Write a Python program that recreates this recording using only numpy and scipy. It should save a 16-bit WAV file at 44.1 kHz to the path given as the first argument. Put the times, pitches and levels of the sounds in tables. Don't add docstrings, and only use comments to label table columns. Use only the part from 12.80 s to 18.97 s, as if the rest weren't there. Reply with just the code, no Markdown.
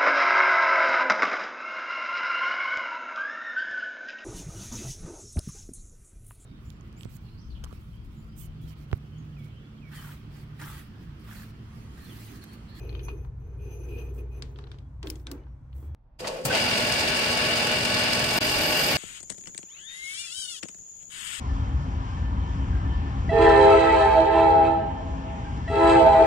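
import sys
import numpy as np
from scipy import signal
from scipy.fft import rfft, irfft, next_fast_len
from scipy.io import wavfile
from scipy.ndimage import uniform_filter1d

SR = 44100
rng = np.random.default_rng(int(sys.argv[2]) if len(sys.argv) > 2 else 0)


def file_out(sig):
    cols = np.atleast_2d(sig).T
    lim = np.clip(cols, -1, 1)
    pcm = np.round(lim * 32767).astype(np.int16)
    wavfile.write(sys.argv[1], SR, pcm)


def boost(x):
    u = np.asarray(x, float) / 20
    return 10 ** u


N = 272097
M = next_fast_len(N + SR)
F = np.arange(M // 2 + 1) * SR / M + 1e-3
T = np.arange(N) / SR
PORT = np.array([[1], [-1]])
CUT_S = 3.1484
# drop/s, fade starts/s, fade ends/s
GAP_S = (5.5884, 5.602, 5.614)
# t/s, hold/s, level/dB, lean to the first mode/dB
SQUEALS = [(0, 0.23, -71, 11), (0.233, 0.021, -59.5, -4.5), (0.287, 0.0053, -62, 15.5),
           (0.3, 0.13, -75.5, 3), (.6, 0.14, -83, 4.5), (0.792, 0.17, -71.5, 8), (0.911, 0.14, -66.5, 2),
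           (1.086, 0.13, -65, 11.5), (1.247, 0.057, -71.5, 8), (1.383, 0.011, -68, 9),
           (1.517, 0.064, -72, 7.5)]


def along(points, f=F):
    hz, value = np.transpose(points)
    return np.interp(np.log(f), np.log(hz), value)


def modes(table):
    return sum((-1) ** k * boost(db + PORT * pan_db / 2) * 1j * F * w / (hz ** 2 - F ** 2 + 1j * F * w)
               for k, (hz, w, db, pan_db) in enumerate(table))


def band(lo_hz, hi_hz):
    return 1 / np.sqrt((1 + (lo_hz / F) ** 8) * (1 + (F / hi_hz) ** 8))


def walk(rate):
    k = int(SR / rate)
    return uniform_filter1d(np.repeat(rng.standard_normal(N // k + 1), k), k)[:N]


def curve(s, db):
    return boost(np.interp(T, s, db, left=-200, right=-200))


def strokes(table, rise_s, fall_s):
    power = 0
    for s, hold, db in table:
        outside = np.maximum((s - T) / rise_s, (T - s - hold) / fall_s)
        power = power + boost(2 * db - 80 * np.clip(outside, 0, 5))
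    return np.sqrt(power)


def tones(table, swell_db):
    rows = []
    for hz, wander, db in table:
        size = boost(db + 4.0 + swell_db * walk(wander))
        pitch = hz + 0.401 * wander * walk(3 * wander)
        rows.append(size * np.sin(2 * np.pi * np.cumsum(pitch) / SR))
    return np.array(rows)


def placed(table, swell_db):
    rows = np.array(table, float)
    tone = tones(rows[:, :3], swell_db)
    lag = rng.integers(0, 9, len(rows))
    return np.array([boost(PORT * pan / 2) * [x, np.roll(x, k)] for x, k, pan in zip(tone, lag, rows[:, 3])])


def echoes(t60_s):
    path = rng.standard_normal(SR // 2) * np.exp(-T[:SR // 2] * np.log(1000) / t60_s)
    return rfft(path / np.sqrt(np.sum(path ** 2)), M)


def excite(gain, body, lo_hz, hi_hz, grain_db=0., t60_s=0.19):
    # f/Hz, likeness/-1..1
    likeness = [(60, 0.97), (130, 0.93), (290, 0.85), (640, 0.53), (1400, .05), (3000, 0.087)]
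    grain = boost(grain_db * np.minimum(rng.exponential(size=N), 5))
    near, far = rng.standard_normal((2, N)) * grain
    alike = np.clip(along(likeness), -1, 1)
    to_mid, to_side = 1 + .3 * echoes(t60_s), .7 * echoes(t60_s)
    top_hz = 15780

    def ports(g):
        source = rfft(near * g, M)
        side = to_side * source + 0.82 * rfft(far * g, M)
        pair = np.sqrt(1 + alike) * to_mid * source + PORT * np.sqrt(1 - alike) * side
        return body * (F < top_hz) * pair

    power = np.abs(ports(1).mean(axis=0)[(F > lo_hz) & (F < hi_hz)]) ** 2
    return irfft(ports(gain), M)[:, :N] / np.sqrt(2 * power.sum() / M / N)


def knocks(table, top_db, tail_db, crack_s=0.0034, tail_s=0.25, ring_db=9, pan_db=3):
    out, t = np.zeros((2, N + SR)), np.arange(SR // 3) / SR
    f = np.arange(len(t) // 2 + 1) * SR / len(t) + 1e-3
    lead = SR // 200
    for s, db, hz, body_db, edge_db in table:
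        both, left, right, *tail = rng.standard_normal((5, len(t))) * np.minimum(t / 0.000097, 1)
        crack = rfft((both + 2.35 * np.array([left, right])) * np.exp(-t / crack_s))
        crack = crack * (1 + boost(ring_db) * 1j * f * 0.073 * hz / (hz ** 2 - f ** 2 + 1j * f * 0.095 * hz))
        tail = rfft(np.array(tail) * boost(tail_db) * np.exp(-t * np.log(1000) / tail_s)) / (1 + (f / 7000) ** 2)
        colour = boost(along([(300, body_db - 13.0), (1100, body_db + 10.0), (2300, 0.0031), (4500, 0.011),
                            (6500, edge_db), (9000, edge_db), (10500, top_db + 2.5),
                            (16000, top_db + 4.5), (16600, top_db - 46)], f))
        core = irfft(crack * (f > 2000) * (f < 5500), len(t))
        hit = np.roll(irfft((crack + tail) * colour, len(t)), lead, axis=1)
        i = int(s * SR)
        out[:, i - lead:i - lead + len(t)] += hit * boost(db + PORT * pan_db / 2) / np.abs(core.mean(axis=0)).max()
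    return out[:, :N]


def shop_air():
    # f/Hz, level/dB per Hz
    murmur = [(88, -37), (150, 8.5), (189, -30), (225, -2), (481, -23.5), (1060, -18.5), (1220, -25.5),
              (1370, -24), (2760, -45.5), (8490, -48), (15500, -58)]
    return excite(boost(-67.5 + 1.3 * walk(3.5)), boost(along(murmur)), 284, 2000)


def still_air():
    # f/Hz, level/dB per Hz
    room = [(15, -36), (25, 5.5), (55, 5.5), (146, -6), (197, -18), (237, -13.5), (392, -25.5),
            (980, -21.5), (1150, -29.5), (6000, -58), (7800, -92), (13200, -120)]
    return excite(boost(-56 + 1.7 * walk(10)), boost(along(room)), 25, 2000)


def slow_machine():
    # t/s, rate/turns per s
    turn_rate = [(0, 11.7), (.3, 11.65), (.55, 11.95), (1.4, 11.95), (1.7, 12.05), (2.7, 12.1), (3.15, 12)]
    # multiple of the turn, level/dB
    multiples = [(6, -8), (7, -7), (8, -4), (10, -10), (11, -4), (12, -18), (13, -20), (14, -18), (15, -28)]
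    turns = 2 * np.pi * np.cumsum(np.interp(T, *np.transpose(turn_rate))) / SR
    idler = 0
    for k, db in multiples:
        size = boost(-0.4 + db + 3 + 2.0 * walk(5))
        idler = idler + size * np.sin(k * turns + 7 * rng.random())
    throb = boost(2.0 + 0.6 * walk(3)) * np.sin(5 * turns)
    return throb, idler


def floor_hum():
    # f/Hz, width/Hz, level/dB, left minus right/dB
    floor = [(38.4, 24, -4.5, -5), (62, 36, -4.5, -1), (90.3, 30, -5, -8), (131.7, 27, -13.5, 1),
             (163, 18, -20.5, -6)]
    # t/s, level/dB
    swell = [
        (0, -40),
        (.2, -36),
        (.54, -42),
        (1.2, -36),
        (1.45, -35),
        (1.96, -45),
        (2.4, -40),
        (2.6, -44.5),
        (2.85, -52.5),
        (3.17, -53.5),
    ]
    # t/s, hold/s, level/dB
    lean_on_key = [
        (3.11, .06, -58),
    ]
    throb, idler = slow_machine()
    body = modes(floor).mean(axis=0) * band(25, 215)
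    rumble = boost(-6.5) * excite(0.96, body, 90, 177, t60_s=0.009) + idler
    heave = boost(-42 - 2.5 * T + 0.9 * walk(7.1)) + strokes(lean_on_key, 0.36, .1)
    return heave * rumble + curve(*np.transpose(swell)) * throb


def far_motor():
    # t/s, f/Hz, level/dB
    spin_up = [
        (2.6, 52, -55),
        (2.68, 58, -41),
        (2.76, 63, -52),
        (2.9, 65, -48),
        (2.96, 66.5, -36),
        (3.03, 71, -42),
        (3.08, 73, -38),
        (3.15, 77, -34),
    ]
    s, hz, db = np.transpose(spin_up)
    phase = 2 * np.pi * np.cumsum(np.interp(T, s, hz)) / SR
    return -np.sqrt(2) * curve(s, db) * np.cos(phase - phase[int(CUT_S * SR)])


def hand():
    # t/s, hold/s, level/dB
    brushes = [
        (.23, 0.11, -85),
        (.448, .004, -82),
        (.8, 0.35, -97),
        (1.06, 0.2, -77),
        (1.345, 0.043, -70),
        (1.5, 0.24, -84),
        (2.27, 0.028, -63.5),
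        (2.32, 0.097, -74.5),
        (2.52, .02, -71),
        (2.955, 0.11, -73),
    ]
    # f/Hz, level/dB per Hz
    rustle = [(3000, -14), (5500, -4.5), (8500, 3), (10000, -1), (12000, 3), (16000, 6)]
    return excite(strokes(brushes, 0.055, 0.1), boost(along(rustle)), 7460, 14200, grain_db=5.5, t60_s=0.044)


def squeal_gain(lean, rise_s, fall_s):
    return strokes([(s, hold, db + lean * d) for s, hold, db, d in SQUEALS], rise_s, fall_s)


def sliding_rod():
    # t/s, push/dB
    shoves = [
        [(0, -46.5), (.31, -47.5), (.54, -64), (.59, -66)],
        [(.61, -60.5), (.86, -51.5), (1.2, -43.5), (1.36, -52), (1.41, -47.5), (1.51, -57), (1.62, -47),
         (1.66, -58)],
        [(1.8, -54.5), (1.96, -60), (2.08, -80)],
    ]
    # t/s, hold/s, level/dB
    thuds = [
        (2.245, 0.011, -38),
        (2.47, .03, -48.5),
        (2.515, 0.012, -42),
        (2.96, .02, -57.5),
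        (3.03, 0.021, -54),
    ]
    # f/Hz, width/Hz, level/dB, left minus right/dB
    hollow = [(250.5, 6.1, -2, -1), (333, 39, -1.5, 0.94), (375, 61, -3, -0.84), (410, 18.8, 2.5, 1),
              (467, 35, -7.5, 0)]
    # f/Hz, level/dB per Hz
    scrape_colour = [(290, -22), (500, 3), (1930, -13), (2460, -13), (2730, -18), (5310, -32), (6140, -21),
                     (7640, -69), (10400, -28), (16000, -25)]
    # f/Hz, width/Hz, level/dB, left minus right/dB
    rod_low = [(2490, 60, 3, 3.1), (2900, 500, -13, 4.5), (4100, 200, -19, 0), (4900, 300, -19, -1)]
    rod_mid = [(6140, 35, 0, 3.5)]
    rod_top = [(8610, 200, -18, 1), (10700, 40, 0, 2), (12520, 45, -1, 0), (13900, 70, -9, 0),
               (15400, 100, -13, 0)]
    slip = boost(3.0 * walk(35))
    push, jaws = curve(*np.vstack(shoves).T), strokes(thuds, .03, .27)
    thud_body = band(243, 400) ** 2 + boost(-29.0) * band(460, 1796)
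    thud = excite(jaws, thud_body, 200, 560, t60_s=0.033)
    boom = excite(push * boost(2.0 * walk(29.4)), modes(hollow) * band(217, 660), 220, 520, t60_s=0.043)
    rest = boost(-64.5)
    rub = boost(-80.5) * ((push + jaws + rest) / boost(-48)) ** 0.78
    scrape_body = boost(along(scrape_colour)) * band(400, 7600)
    scrape = excite(rub * np.sqrt(slip), scrape_body, 2850, 7200, grain_db=2.0)
    low, mid, top = [squeal_gain(lean, 0.02, 0.073) for lean in (1, -0.49, 0)]
    rod = boost(-4.0) * excite(low * np.sqrt(slip), modes(rod_low) * band(1300, 4400), 2380, 2680)
    rod += boost(-3.5) * excite(mid * slip, modes(rod_mid) * band(4800, 5800) * boost(-6.0), 6146.4, 6206)
    rod += excite(top * boost(-9.5) * slip, modes(rod_top) * band(12000, 17000), 10550, 10850)
    return thud + boom + scrape + rod


def rod_partials():
    # f/Hz, wander/Hz, level/dB, left minus right/dB
    partials = [(2450, 24, -7.5, -3), (3350, 33, -18, 9), (6140, 50, -9.5, 3), (10660, 52, -13, -9),
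                (12550, 70, -11, -8), (14200, 80, -10, -2)]
    leans = [0.71, 0.021, -1.3, -0.36, 0.17, 0]
    return sum(x * squeal_gain(lean, 0.08, 0.14) for x, lean in zip(placed(partials, swell_db=6.5), leans))


def key():
    # t/s, hold/s, level/dB
    grind = [
        (1.64, .05, -78),
        (1.77, 0.055, -71),
        (1.87, .03, -74),
        (1.92, 0.028, -71),
        (1.99, 0.018, -81),
    ]
    # t/s, level/dB
    squeak = [
        (2.6, -105),
        (2.9, -94),
        (2.99, -90),
        (3.01, -79),
        (3.15, -83),
    ]
    # t/s, hold/s, level/dB, f/Hz
    pings = [(.093, .012, -62, 3100), (.094, .01, -63, 4200), (.151, .012, -63, 3100),
             (.194, .012, -64, 3050), (1.27, .05, -82, 3350), (1.69, .045, -80, 6150),
             (2.02, .06, -87, 3320), (2.232, .03, -70, 5100), (2.452, .01, -75, 3600),
             (2.475, .04, -64, 1550), (2.575, .03, -89, 6300), (2.58, .015, -74, 2300),
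             (2.61, .02, -81, 2950), (2.66, .04, -87, 2950), (2.68, .05, -92, 5650),
             (2.95, .008, -82, 3800), (3.025, .008, -86, 4400)]
    # t/s, peak/dB, ring/Hz, body/dB, edge/dB
    fumbles = [(.141, -55, 3100, -10, -35), (.16, -55, 3100, -10, -35), (1.433, -70, 2500, -7, -30),
               (1.708, -68, 2000, -4, -30), (1.81, -62, 3100, -10, -30), (1.943, -59.5, 3000, 5, -25),
               (2.398, -58, 5200, -10, -8), (2.579, -63, 2280, 6, -30), (2.6353, -63, 3100, -8, -30),
               (2.6678, -68, 1540, 13, -30), (3.027, -68, 1100, 8, -30)]
    out = excite(strokes(grind, .03, 0.1), band(1200, 5400), 1200, 5600, grain_db=3.5, t60_s=0.06)
    out += curve(*np.transpose(squeak)) * np.sin(2 * np.pi * 3335 * T + 0.99 * walk(40))
    rings = placed([(hz, 90, db, 0) for s, hold, db, hz in pings], swell_db=4)
    for x, (s, hold, db, hz) in zip(rings, pings):
        out += x * strokes([(s, hold, 0)], 0.013, 0.033)
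    return out + knocks(fumbles, top_db=-30, tail_db=-6)


def taps():
    # t/s, peak/dB, ring/Hz, body/dB, edge/dB
    dull = [(.0927, -42.5, 4250, -10, -35), (.1274, -48, 2520, -7, -30), (.1504, -43.5, 3080, -6, -38),
            (.1935, -44, 3050, -8, -33), (.2839, -40.5, 2850, 8.5, -50), (.448, -56, 2280, 8, -30),
            (1.3892, -59, 2550, -4, -30), (1.6225, -31, 4900, -12, -6.5), (1.7595, -47.5, 3190, -3, -25),
            (1.7875, -45, 3040, 3, -12), (1.8397, -48.5, 3920, 1, -22), (1.8706, -50.5, 3160, 3, -27),
            (1.9157, -44, 3550, -5, -13), (1.9859, -49, 3220, -17, -11), (2.2292, -42, 3140, -7, -8.5),
            (2.2712, -35, 3270, -15, -9), (2.356, -49, 3300, -25, 5), (2.4688, -31, 3660, -9.5, -6),
            (2.9282, -56, 3080, -3, -36)]
    # t/s, peak/dB, ring/Hz, body/dB, edge/dB
    snaps = [
        (2.3007, -28.5, 5200, -26.5, -0.42),
        (2.5145, -38, 4530, 2, 0.1),
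    ]
    return knocks(dull, top_db=-30, tail_db=-6.5) + knocks(snaps, top_db=-1.5, tail_db=-12)


def chucking():
    return shop_air() + floor_hum() + far_motor() + hand() + sliding_rod() + rod_partials() + key() + taps()


def start_up(engage_s):
    # t/s, level/dB
    moan = [
        (3.385, -78),
        (3.4, -45),
        (3.47, -38.5),
        (3.6, -38),
        (3.65, -38),
        (3.75, -34),
        (3.8, -64),
        (3.9, -73),
    ]
    # f/Hz, width/Hz, level/dB, left minus right/dB
    winding_modes = [(507, 67, 18, 0), (158, 15, 5, 0)]
    # f/Hz, wander/Hz, level/dB
    core = (515, 14, -3)
    # t/s, level/dB
    squeal = [
        (3.69, -60),
        (3.703, -31),
        (3.716, -20),
        (3.728, -84),
    ]
    # t/s, peak/dB, ring/Hz, body/dB, edge/dB
    clunks = [
        (3.401, -38.5, 4100, -25, -1),
        (3.4444, -32.5, 2010, -3, -25),
        (3.472, -24.5, 4500, -14, -1.5),
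        (3.749, -18, 2050, -31, -8),
        (5.339, -32, 2610, -20, -5),
        (6.1094, -22, 4760, 0, -25),
    ]
    # t/s, peak/dB, ring/Hz, body/dB, edge/dB
    bite = [
        (3.652, -29, 4740, 1, 7.2),
    ]
    current = curve(*np.transpose(moan))
    out = excite(current, modes(winding_modes) * band(130, 560), 100, 700, t60_s=0.0083)
    out += current * (T < engage_s) * tones([core], swell_db=3.5)[0]
    out += curve(*np.transpose(squeal)) * np.sin(2 * np.pi * 1525 * T + 1.1 * walk(95))
    out += knocks(clunks, top_db=-49, crack_s=0.013, tail_s=0.22, tail_db=-33, ring_db=8.5, pan_db=0.0)
    return out + knocks(bite, top_db=2.0, tail_db=-25, crack_s=0.016)


def whine(speed):
    # f/Hz, wander/Hz, level/dB
    whines = [(116, 5.4, -50), (239.5, 2.2, -41.5), (612, 4, -42)]
    rows = tones(whines, swell_db=1.5) * speed
    rows[:2] *= np.where(T > GAP_S[1], boost(-5), 1)
    return rows.sum(axis=0)


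def meshing():
    # f/Hz, wander/Hz, level/dB, left minus right/dB
    mesh = [(748, 12, -54, 3), (846, 14, -50, -2), (1124, 24, -55, 2), (1497, 30, -55, 0),
            (1701, 22, -55, 2), (2279, 18, -51, -6), (2617, 16, -53, -9), (2798, 14, -46.5, 8),
            (2890, 20, -46.5, 4), (3617, 25, -54, 4), (4868, 40, -53, -8)]
    # f/Hz, wander/Hz, level/dB, left minus right/dB
    late_tones = [(266, 12, -49, 0), (302, 10, -49, 0), (808, 12, -52, 0), (4640, 25, -53, -5)]
    # t/s, hold/s, level/dB
    bumps = [
        (3.92, .02, -49),
        (5.53, 0.025, -48),
        (5.67, 0.15, -42.5),
        (6.04, .03, -49),
        (6.13, .04, -38),
    ]
    speed = np.clip((T - 3.7) / 0.16, 0, 1)
    out = excite(strokes(bumps, 0.035, 0.073), band(30, 106), 25, 140, t60_s=0.04)
    out += speed * placed(mesh, swell_db=5.0).sum(axis=0)
    return out + (T > GAP_S[1]) * placed(late_tones, swell_db=4.5).sum(axis=0)


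def tool_tip(touch):
    # f/Hz, width/Hz, level/dB, left minus right/dB
    tip_modes = [(10900, 400, -13.5, -3), (12880, 150, 1.5, -3.5), (14750, 250, -6, -4),
                 (15600, 300, -22, 0)]
    # t/s, hold/s, level/dB
    catches = [
        (5.485, .004, -50),
        (5.54, .004, -41),
        (5.575, 0.012, -43),
        (5.645, 0.01, -43),
        (5.976, .008, -41),
        (6.06, .008, -43),
    ]
    # t/s, hold/s, level of the part removed/dB
    skips = [
        (5.72, .02, -23),
        (5.83, .05, -21),
        (6.03, 0.015, -20),
    ]
    contact = 1 - np.minimum(strokes(skips, .1, 0.081), .9)
    cut = boost(-44.5) * touch * contact + strokes(catches, 0.029, 0.011)
    return excite(cut * boost(2.6 * walk(76)), modes(tip_modes) * band(9500, 17000), 12560, 14000,
                  grain_db=-0.5, t60_s=.1)


def lathe():
    # f/Hz, width/Hz, level/dB, left minus right/dB
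    housing_modes = [(132, 25, -41.5, 1), (245, 16, -44, -5), (302, 18, -41.5, -0.5), (557, 19, -39, 2),
                     (620, 17, -36.5, -9.5), (851, 43, -38.5, 0.5), (1118, 28, -41, 4), (1489, 19.5, -38.5, 3),
                     (1890, 8.7, -47, 1), (2250, 25, -43.5, -1), (2700, 14, -46, -19), (2797, 25, -40, 3.5),
                     (2935, 56, -44.5, 3), (3620, 75, -50, 7), (4530, 77, -47.5, -11), (4848, 127, -44.5, -11),
                     (8570, 36, -54.5, -8),
                     (2855, 125, -45.5, 7), (477, 6.2, -39, -4), (765, 22, -46.5, 21),
                   (1305.6, 8.4, -46, -17), (1696, 32, -42, 5.5), (2030, 23, -57, 10), (1950, 22, -46, 13),
                   (2520, 26, -59, -5), (4136, 250, -49.5, -3), (5330, 110, -57.5, 13), (6440, 12, -67, -3),
                   (6070, 45, -68, -9)]
    # f/Hz, level/dB per Hz
    rattle_colour = [(18, -44), (30, -3), (124, -4), (184, -3.5), (245, -4.5), (426, -2), (600, 3),
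                     (1220, -8.5), (1460, -5), (2830, -1), (3400, -6), (4780, -12), (5590, -15.5),
                     (8520, -17), (16000, -32)]
    # f/Hz, left minus right/dB
    rattle_pan = [(60, 0), (700, 0), (2400, 0), (5200, 3.5), (6500, 4.5), (8200, -1.5), (9300, 12),
                  (10000, 2), (15000, -4)]
    # t/s, level/dB
    free_spin = [
        (3.39, -53.5),
        (3.43, -44),
        (3.48, -33),
        (3.51, -39.5),
        (3.57, -42),
        (3.63, -52),
        (3.645, -61),
    ]
    # t/s, hold/s, level/dB
    starter = [
        (3.4, 0.1, -43),
    ]
    # t/s, hold/s, level/dB
    jolts = [
        (3.396, 0.014, -52.5),
        (3.475, 0.0073, -47.5),
        (3.65, 0.0094, -43.5),
    ]
    # t/s, hold/s, level/dB
    surges = [
        (3.75, 0.011, -28),
        (5.56, 0.025, -31),
    ]
    # t/s, peak/dB
    ticks = [(3.976, -29), (4.1221, -23), (4.1934, -24), (4.2423, -37), (4.2887, -30), (4.38, -40),
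             (4.4943, -31), (4.5152, -30), (4.573, -28), (4.6519, -31), (4.7686, -29), (4.7971, -40),
             (4.822, -32), (4.8694, -28), (4.9138, -30), (4.9552, -34), (5.05, -23.5), (5.1413, -24),
             (5.2361, -31), (5.3326, -21), (5.3932, -31), (5.442, -24), (5.5079, -28)]
    engage_s, touch_s, mesh_hz = 3.65, 5.73, 43.7
    driven = T > engage_s
    rattle = driven * boost(-13 * np.clip(1 - (T - engage_s) / 0.096, 0, 1))
    speed = np.clip((T - 3.68) / 0.13, 0, 1)
    touch = boost(-45 * np.clip(touch_s - T, 0, 1))
    turn = np.cos(2 * np.pi * mesh_hz * T + .5 * walk(2.83))
    idle = curve(*np.transpose(free_spin))
    jolt, surge = strokes(jolts, 0.016, 0.016), strokes(surges, 0.13, 0.07)
    slap = strokes([(s, .002, db - 19) for s, db in ticks], 0.0019, 0.021)
    plain = boost(along(rattle_colour) + PORT * along(rattle_pan) / 2)
    body = np.hypot(plain, boost(43.5) * np.abs(modes(housing_modes)))

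    shaking = (boost(-35) * driven + strokes(starter, .02, 0.11)) * boost(1.0 * walk(12))
    bed = excite(shaking, body * band(51, 457), 53, 530, t60_s=0.099)
    thump = strokes(jolts, 0.016, 0.14) * (np.abs(T - jolts[1][0]) > .05)
    bed += excite(boost(9.5) * thump, band(127, 126), 100, 220, t60_s=0.12)

    ringing = np.hypot(boost(-35.5) * driven + idle, surge) * boost(0.56 * walk(14))
    head = excite(ringing, body * band(476, 1130), 380, 1280, t60_s=0.17)

    teeth = boost(-28.5) * rattle + boost(-27) * np.sqrt(idle) + boost(-3.5) * jolt
    gear = excite(teeth * np.sqrt(1 - speed), (plain + 0.057 * body) * band(1100, 7500), 1300, 5500,
                  grain_db=4.5, t60_s=0.083)
    beating = (teeth + 0.95 * slap) * np.sqrt(speed) * boost(1.14 * turn + 0.74 * walk(25.03))
    gear += excite(beating, body * band(1165, 5500), 1100, 6200, grain_db=2.5, t60_s=0.077)

    hiss = boost(-41 + 3 * touch) * rattle + boost(-36.5) * np.sqrt(idle) + jolt + slap
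    hiss = hiss * boost(1.76 * turn + 1.35 * walk(60))
    air = excite(hiss, body * band(5540, 17000), 6450, 12700, grain_db=1.5, t60_s=0.081)
    air += excite(boost(6.5) * slap, band(3900, 5300), 5300, 8000, grain_db=2.5, t60_s=0.03)
    return bed + head + gear + air + whine(speed) + start_up(engage_s) + tool_tip(touch)


def scene():
    start_s = 3.384
    running = np.clip((T - start_s) / .01, 0, 1)
    return np.where(T < CUT_S, chucking(), still_air() + lathe() * running + meshing())


def roll_off(x):
    return signal.sosfilt(signal.butter(12, 16100, fs=SR, output="sos"), x)


def record(dry):
    # f/Hz, width/Hz, level of the part removed/dB
    port_dips = [(9750, 800, -3.5), (13800, 800, -1.5)]
    notches = [1 - modes([(hz, w, min(db, -.5), 0)]) for hz, w, db in port_dips]
    heard = rfft(dry, M) * np.prod(notches, axis=0)
    drop, start, end = GAP_S
    open_ = np.where(T < drop, 1, np.clip((T - start) / (end - start), 0, 1) ** 1.5)
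    remnant = irfft(heard * (boost(-21) * band(900, 4300) ** 2 + boost(-48)), M)[:, :N]
    mix = irfft(heard, M)[:, :N] * open_ + remnant * (1 - open_)
    return roll_off(mix)


dry = scene()
out = record(dry)
file_out(out)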